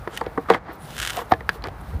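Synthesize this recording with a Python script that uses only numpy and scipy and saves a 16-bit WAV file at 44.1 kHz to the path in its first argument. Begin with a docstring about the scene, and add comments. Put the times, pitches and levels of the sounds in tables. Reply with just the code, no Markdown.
"""A stiff strip knocks dully against bricks as a hand works it into a gap in a wall, outdoors and close by.
Each knock rings the spot it hits and the hollow behind the bricks. The strip grinds over grit, and its edge
catches and slips in quick, rasping snaps. A jacket sleeve rustles and now and then swishes with a thin, high
hiss over a low outdoor rumble."""
import sys
import numpy as np
from scipy import signal
from scipy.fft import rfft, irfft
from scipy.io import wavfile
from scipy.ndimage import uniform_filter1d

SR = 44100
rng = np.random.default_rng(int(sys.argv[2]) if len(sys.argv) > 2 else 0)


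def unload_audio(sound):
    """Save the sound as a 16-bit wav file, at the path given as the first command line argument."""
    columns = np.transpose(np.atleast_2d(sound))
    # keep every value between -1 and 1, then stretch to whole-number steps
    steps = np.round(np.clip(columns, -1, 1) * 32767)
    wavfile.write(sys.argv[1], SR, steps.astype(np.int16))


N = 88200
TIME = np.arange(N) / SR
EVENT_TIME = TIME[:SR // 5]  # clock for one short sound, in seconds

# tone of an edge rasping on brick: pitch_hz, level_db
RASP_TONE = [(100, -44), (800, -19), (1400, 8), (2000, 4), (2400, -1.5), (2850, 5), (3400, 4), (4300, -4),
             (5500, -4.5), (6500, -4.5), (9000, -6), (10200, -10.5), (12500, -10.5), (16000, -40)]


def knocks():
    """Each blow rings the struck spot and the hollow, thumps the wall, crushes grit and clicks."""
    # the blows: start_s, rise_s, spot_pitch_hz, spot_fade_s, spot_db, hollow_db, thump_db,
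    # crunch_db, crunch_fade_s, tick_db, snap_db
    blows = [ (.0748, 0.0012, 349, 0.056, -21.5, -34, -55, -17, 0.021, -37, -57),
             (0.133, 0.0031, 281, 0.041, -36, -38, -42, -34, .03, -44, -50),
             (.1738, 0.0012, 2950, 0.0084, -13, -59, -57, -39, .012, -24.5, -23),
             (.1745, 0.00036, 1870, .025, -21, -63, -52, -46, 0.008, -28.5, -31),
             (.2115, 0.00086, 4600, 0.011, -30.5, -62, -42, -18.5, 0.022, -39, -41),
             (.2148, 0.00082, 890, 0.017, -7.5, -24, -53, -33, 0.01, -50, -60),
             (.2630, 0.00083, 790, 0.011, -38, -33, -34, -29, 0.014, -33.5, -54),
             (.2668, 0.0011, 459, 0.019, -10, -28, -38, -44, 0.018, -59, -60),
             (.3755, 0.0028, 1126, .025, -9, -42, -56, -17.5, 0.035, -60, -55),
             (.3800, 0.0024, 291, 0.035, -9.5, -17.5, -43, -18, 0.011, -67, -60),
             (.4595, 0.00087, 1310, 0.011, -32, -55, -52, -32, 0.014, -59, -60),
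             (.4855, .003, 1214, 0.057, -18.5, -39, -52, -29, 0.034, -35, -52),
             (.5005, 0.0018, 346, 0.016, -12, -1, -34, -7, 0.043, -11.5, -21.5),
             (.5365, 0.0018, 3240, 0.019, -19.5, -45, -50, -13.5, 0.026, -21, -40),
             (.5446, 0.00037, 2055, 0.024, -16, -26, -33, -14, 0.058, -23.5, -34.5),
             (.6880, .008, 325, 0.1, -25, -44, -55, -30, 0.086, -56, -64),
             (.8250, 0.01, 151, 0.14, -28, -65, -55, -53, .03, -52, -62),
             (1.1720, 0.0058, 718, 0.063, -14.5, -33, -43, -39, 0.026, -45, -42),
             (1.1895, 0.00067, 1006, 0.032, -17.5, -28.5, -54, -34, 0.027, -29, -50),
             (1.2165, 0.00081, 900, 0.029, -23, -30, -47, -25, 0.02, -50, -55),
             (1.3180, 0.0023, 1041, 0.088, -16, -12, -47, -11, 0.038, -18, -28),
             (1.3197, 0.0028, 247, 0.064, -24.5, -43, -30, -37, 0.015, -17, -50),
             (1.3213, 0.00053, 749, 0.037, 2.5, -13.5, -17, -14.5, 0.033, -42, -50),
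             (1.3366, 0.00069, 1750, 0.026, -14.5, -23, -38, -21, 0.018, -25, -47),
             (1.4070, 0.00092, 1900, 0.012, -20.5, -32.5, -52, -27, 0.022, -38, -50),
             (1.4915, 0.00074, 1610, 0.0081, 3, -34, -50, -19, 0.031, -16, -24.5),
             (1.493, 0.00044, 4810, 0.015, -20.5, -51, -57, -44, 0.022, -30, -49),
             (1.5560, 0.0032, 443, 0.048, -26.5, -40, -43, -46, 0.033, -52, -50),
             (1.6220, 0.0012, 4100, 0.011, -31, -63, -52, -40, 0.018, -39, -48),
             (1.6400, 0.00034, 4580, 0.0086, -22, -46, -39, -27, 0.058, -27.5, -42),
             (1.6560, 0.0036, 1170, 0.016, -13.5, -51, -52, -23.5, 0.02, -34, -55),
             (1.6708, 0.0008, 380, 0.037, -21.5, -39, -26.5, -26, 0.02, -33.5, -37.5),
             (1.6848, 0.00062, 720, 0.0099, -15.5, -49, -30, -34, 0.023, -35.5, -46),
             (1.934, 0.0073, 78, 0.14, -20, -38, -30, -48, 0.044, -62, -68)]
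    # notes of the hollow in the wall: pitch_hz, level_db, fade_s
    hollow_notes = [(188.8, -13.5, 0.15), (310, -10.5, 0.096), (364, -8, 0.074), (460.7, -0.5, 0.071),
                    (536, -8.5, 0.047), (652.4, -20.5, 0.18), (761.4, -7, .09), (910, -11, 0.049),
                    (1023, -13, .07), (1140, -8.5, 0.054), (1300, -30, 0.051), (1210, -16, 0.04),
                    (1505, -14.5, 0.037), (1640, -48, 0.071)]
    # tones of crushed grit, the sharp contact and its thin, high snap: pitch_hz, level_db
    crunch_tone = [(60, -26), (180, -1), (400, -3.5), (600, -3), (1100, -0.5), (1500, -6.5), (1950, -4),
                   (2250, -17), (2600, -26), (4500, -38), (8000, -46), (16000, -58)]
    tick_tone = [(200, -59), (1200, -19.5), (2450, 14), (2700, 6), (3300, 9.5), (4100, 3), (4900, 1.5),
                 (5800, -5.5), (7500, -32), (16000, -36)]
    snap_tone = [(2000, -71), (5000, -8), (6500, 2.5), (8500, -1), (11000, 2), (13500, -2), (16000, 0)]
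    hollow = sum((-1) ** k * gain(db) * ring(hz, fade_s, rise_s=0.0011)
                 for k, (hz, db, fade_s) in enumerate(hollow_notes))
    thump = ring(pitch_hz=102, fade_s=0.098, rise_s=0.0023)
    out = np.zeros(N)
    for (start_s, rise_s, spot_pitch_hz, spot_fade_s, spot_db, hollow_db, thump_db,
         crunch_db, crunch_fade_s, tick_db, snap_db) in blows:
        spot = gain(spot_db) * ring(spot_pitch_hz, spot_fade_s, rise_s)
        wall = gain(hollow_db) * hollow + gain(thump_db) * thump
        crunch = gain(crunch_db) * burst(crunch_tone, crunch_fade_s, rise_s)
        tick = gain(tick_db) * burst(tick_tone, fade_s=0.016, rise_s=rise_s)
        snap = gain(snap_db) * burst(snap_tone, fade_s=0.012, rise_s=rise_s)
        add(out, start_s, spot + wall + crunch + tick + snap)
    return out


def slips():
    """The edge stutters along rough brick in short, bright snaps that ring the strip."""
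    # each time the edge catches and slips: start_s, level_db
    catches = [(0.153, -36), (.1655, -30), (0.2385, -44), (0.9057, -32.5), (0.9656, -27.5), (0.98, -21),
               (0.9884, -21), (0.9999, -16.5), (1.0159, -20.5), (1.0208, -21), (1.0276, -17), (1.035, -23),
               (1.042, -28), (1.0498, -17.5), (1.0625, -21), (1.0736, -15), (1.0847, -28), (1.091, -27),
               (1.097, -20), (1.1032, -17.5), (1.1325, -26), (1.169, -21.5)]
    # notes of the stiff strip: pitch_hz, level_db, fade_s
    strip_notes = [(1420, -41, 0.077), (1438, -18.5, 0.075), (1847, -19.5, 0.074), (2240, -30, 0.091),
                   (2804, -23, 0.089), (3060, -23, 0.08), (3260, -31, 0.098)]
    rise_s = 0.00067
    notes = np.array([gain(db) * ring(hz, fade_s, rise_s) for hz, db, fade_s in strip_notes])
    out = np.zeros(N)
    for start_s, level_db in catches:
        rasp = burst(RASP_TONE, fade_s=0.017, rise_s=rise_s)
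        ringing = rng.choice([-1, 1], len(notes)) @ notes  # each note starts up or down at random
        add(out, start_s, gain(level_db) * (rasp + ringing))
    return out


def scraping():
    """Each stroke over the brick swells and dies, part dull grinding and part bright sliding."""
    # the strokes: start_s, peak_s, end_s, dull_db, bright_db
    strokes = [(0.097, 0.147, 0.25, -45, -43.5), (0.227, 0.247, 0.32, -39.5, -71),
               (0.481, 0.514, 0.5946, -19.5, -40.5), (0.628, 0.706, 0.744, -34, -67),
               (0.805, 1.044, 1.29, -47, -40.5), (1.122, 1.186, 1.24, -31.5, -44.5),
               (1.252, 1.264, 1.26, -47, -49.5), (1.309, 1.317, 1.344, -20, -68),
               (1.503, 1.526, 1.53, -51, -72), (1.633, 1.657, 1.68, -31.5, -54)]
    # tone of the dull grinding: pitch_hz, level_db
    grind_tone = [(60, -8), (200, -10.5), (330, 0.5), (620, 3.5), (1100, -1), (1950, -5), (2600, -18.5),
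                  (4500, -22.5), (8000, -56), (16000, -44)]
    dull, bright = np.zeros(N), np.zeros(N)
    for start_s, peak_s, end_s, dull_db, bright_db in strokes:
        push = np.interp(TIME, [start_s, peak_s, end_s], [0, 1, 0]) ** 1.16
        dull += gain(dull_db) * push
        bright += gain(bright_db) * push
    return dull * friction(grind_tone) + bright * friction(RASP_TONE)


def sleeve():
    """Stiff cloth rustles as the arm moves."""
    # how loud the rustle is: time_s, level_db
    levels = [(0, -53), (.08, -55.5), (.16, -57), (.24, -58), (.42, -54.5), (.54, -58), (.59, -72),
              (.69, -66), (.74, -49.5), (.78, -60), (.83, -50), (.95, -43.5), (1.18, -39.5), (1.25, -62),
              (1.31, -48), (1.44, -59), (1.55, -43.5), (1.60, -62.5), (1.77, -57.5), (1.89, -51), (2, -55)]
    # tone of the cloth: pitch_hz, level_db
    cloth_tone = [(500, 0), (2000, 6), (4000, 7), (7000, -3.5), (10000, 1.5), (14000, 0), (16000, 7.5)]
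    return gain(np.interp(TIME, *np.transpose(levels))) * friction(cloth_tone)


def sleeve_swish(width_hz=2800):
    """The sleeve swishes past with a thin, high hiss."""
    # the swishes: peak_s, half_length_s, level_db, pitch_hz
    swishes = [(0.734, 0.0065, -46, 13500), (0.757, .007, -51, 13900), (0.835, 0.061, -52, 9800),
               (1.164, 0.0097, -37.5, 13300), (1.205, 0.033, -49, 12900), (1.248, 0.024, -59, 11400),
               (1.313, .02, -48, 13300), (1.814, 0.0089, -55, 10100)]
    hz = np.fft.rfftfreq(len(EVENT_TIME), 1 / SR)
    out = np.zeros(N)
    for peak_s, half_length_s, level_db, pitch_hz in swishes:
        band = 1 / (1 + (2 * (hz - pitch_hz) / width_hz) ** 2)
        hiss = unit_level(irfft(rfft(rng.standard_normal(len(EVENT_TIME))) * band))
        swell = np.interp(EVENT_TIME, [0, half_length_s, 2 * half_length_s], [0, 1, 0])
        add(out, peak_s - half_length_s, gain(level_db) * hiss * swell)
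    return out


def wall_echoes(sound, cutoff_hz=3240):
    """Sound bounces off nearby surfaces and leaves a faint, dull tail."""
    # echoes from the wall and the ledge: delay_s, level_db
    echoes = [(.0023, -24.5), (.0041, -18.5)]
    tail = signal.lfilter(*signal.butter(2, cutoff_hz, fs=SR), rng.standard_normal(len(EVENT_TIME)))
    tail *= fade(fade_s=0.08, rise_s=0.005)
    response = gain(-23) * tail / np.linalg.norm(tail)
    response[0] += 1  # the direct sound
    for delay_s, level_db in echoes:
        add(response, delay_s, gain([level_db]))
    return signal.fftconvolve(sound, response)[:N]


def outdoors():
    """An uneven low rumble and a steady, distant wash of noise."""
    # how loud the rumble is: time_s, level_db
    levels = [(0, -35), (.08, -45.5), (.3, -37.5), (.86, -45), (.93, -34), (1.12, -38), (1.22, -48.5),
              (1.36, -31.5), (1.6, -36), (1.8, -36.5), (1.91, -32.5), (1.95, -21.5), (2, -30)]
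    # tones of the rumble and the wash: pitch_hz, level_db
    rumble_tone = [(20, 2), (35, -21), (47, -2), (59, 1), (80, -8), (120, -11.5), (180, -15.5),
                   (300, -25.5), (1000, -91)]
    wash_tone = [(40, -2.5), (120, 1.5), (250, -6.5), (500, -6.5), (800, -4.5), (1300, -8), (2000, -16),
                 (3000, -29), (6000, -39), (16000, -56)]
    rumble = gain(np.interp(TIME, *np.transpose(levels))) * with_tone(rng.standard_normal(N), rumble_tone)
    wash = gain(-41.5) * with_tone(rng.standard_normal(N), wash_tone)
    return rumble + wash


def ring(pitch_hz, fade_s, rise_s):
    """One note of a struck object, dying away."""
    return np.sin(2 * np.pi * pitch_hz * EVENT_TIME) * fade(fade_s, rise_s)


def burst(tone, fade_s, rise_s, size=4096):
    """A short, dying spray of noise with the given tone."""
    shape = fade(fade_s, rise_s)[:size]
    spectrum = rfft(rng.standard_normal(size) * shape)
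    spectrum /= np.sqrt(uniform_filter1d(abs(spectrum) ** 2, size=25))  # even out chance peaks
    spray = unit_level(irfft(spectrum * tone_gains(tone, size))) * np.sqrt(np.mean(shape ** 2))
    soft_end = np.minimum(np.linspace(2, 0, size), 1) ** 2
    return np.pad(spray * soft_end, (0, len(EVENT_TIME) - size))


def friction(tone, grains_per_s=4000, spread_db=4):
    """Rubbing: tiny catches of uneven size, mixed with smooth noise."""
    sizes = gain(spread_db * np.minimum(rng.exponential(1, N), 5))
    grains = sizes * rng.choice([-1, 1], N) * (rng.random(N) < grains_per_s / SR)
    return with_tone(unit_level(grains) + rng.standard_normal(N), tone)


def fade(fade_s, rise_s):
    """A quick rise and a decay that loses 60 dB every fade_s."""
    return np.minimum(EVENT_TIME / rise_s, 1) * gain(-60 * EVENT_TIME / fade_s)


def tone_gains(tone, size):
    """Turns a tone table into a gain for each frequency."""
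    pitch_hz, level_db = np.transpose(tone)
    hz = np.fft.rfftfreq(size, 1 / SR)
    return gain(np.interp(np.log(hz + 1), np.log(pitch_hz), level_db))


def with_tone(sound, tone):
    """Gives a steady sound a tone, at average level 1."""
    return unit_level(irfft(rfft(sound) * tone_gains(tone, len(sound)), len(sound)))


def unit_level(sound):
    """Scales a sound to an average (rms) level of 1."""
    return sound / np.sqrt(np.mean(sound ** 2) + 1e-20)


def gain(db):
    """Turns decibels into a multiplier."""
    return 10 ** (np.asarray(db) / 20)


def add(mix, start_s, sound):
    """Mixes a sound in at start_s."""
    part = mix[max(round(start_s * SR), 0):][:len(sound)]
    part += sound[:len(part)]


def scene():
    """The work at the wall, the clothing and the outdoor background, in mono."""
    work = wall_echoes(knocks() + slips() + scraping())
    return (work + sleeve() + sleeve_swish() + outdoors())[None]


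def record(dry, low_cut_hz=42, high_cut_hz=15300):
    """Cuts the deepest bass, dips the level after hard blows, clips peaks and cuts the top treble."""
    threshold_db, dip_share, recover_db_per_s, smooth_s = -24.5, 0.17, 48, 0.0077
    sound = signal.lfilter(*signal.butter(4, low_cut_hz, "high", fs=SR), dry[0])
    memory = np.exp(-1 / (smooth_s * SR))
    level_db = 10 * np.log10(signal.lfilter([1 - memory], [1, -memory], sound ** 2) + 1e-12)
    fall_db = TIME * recover_db_per_s
    held_db = np.maximum.accumulate(level_db + fall_db) - fall_db  # jumps up, sinks slowly
    over_db = np.maximum(held_db - threshold_db, 0)
    sound = np.clip(sound * gain(-dip_share * over_db), -1, 1)
    treble_cut = signal.firwin(255, high_cut_hz, window=("kaiser", 8), fs=SR)
    return signal.oaconvolve(sound, treble_cut, "same")[None]


dry = scene()
out = record(dry)
unload_audio(out)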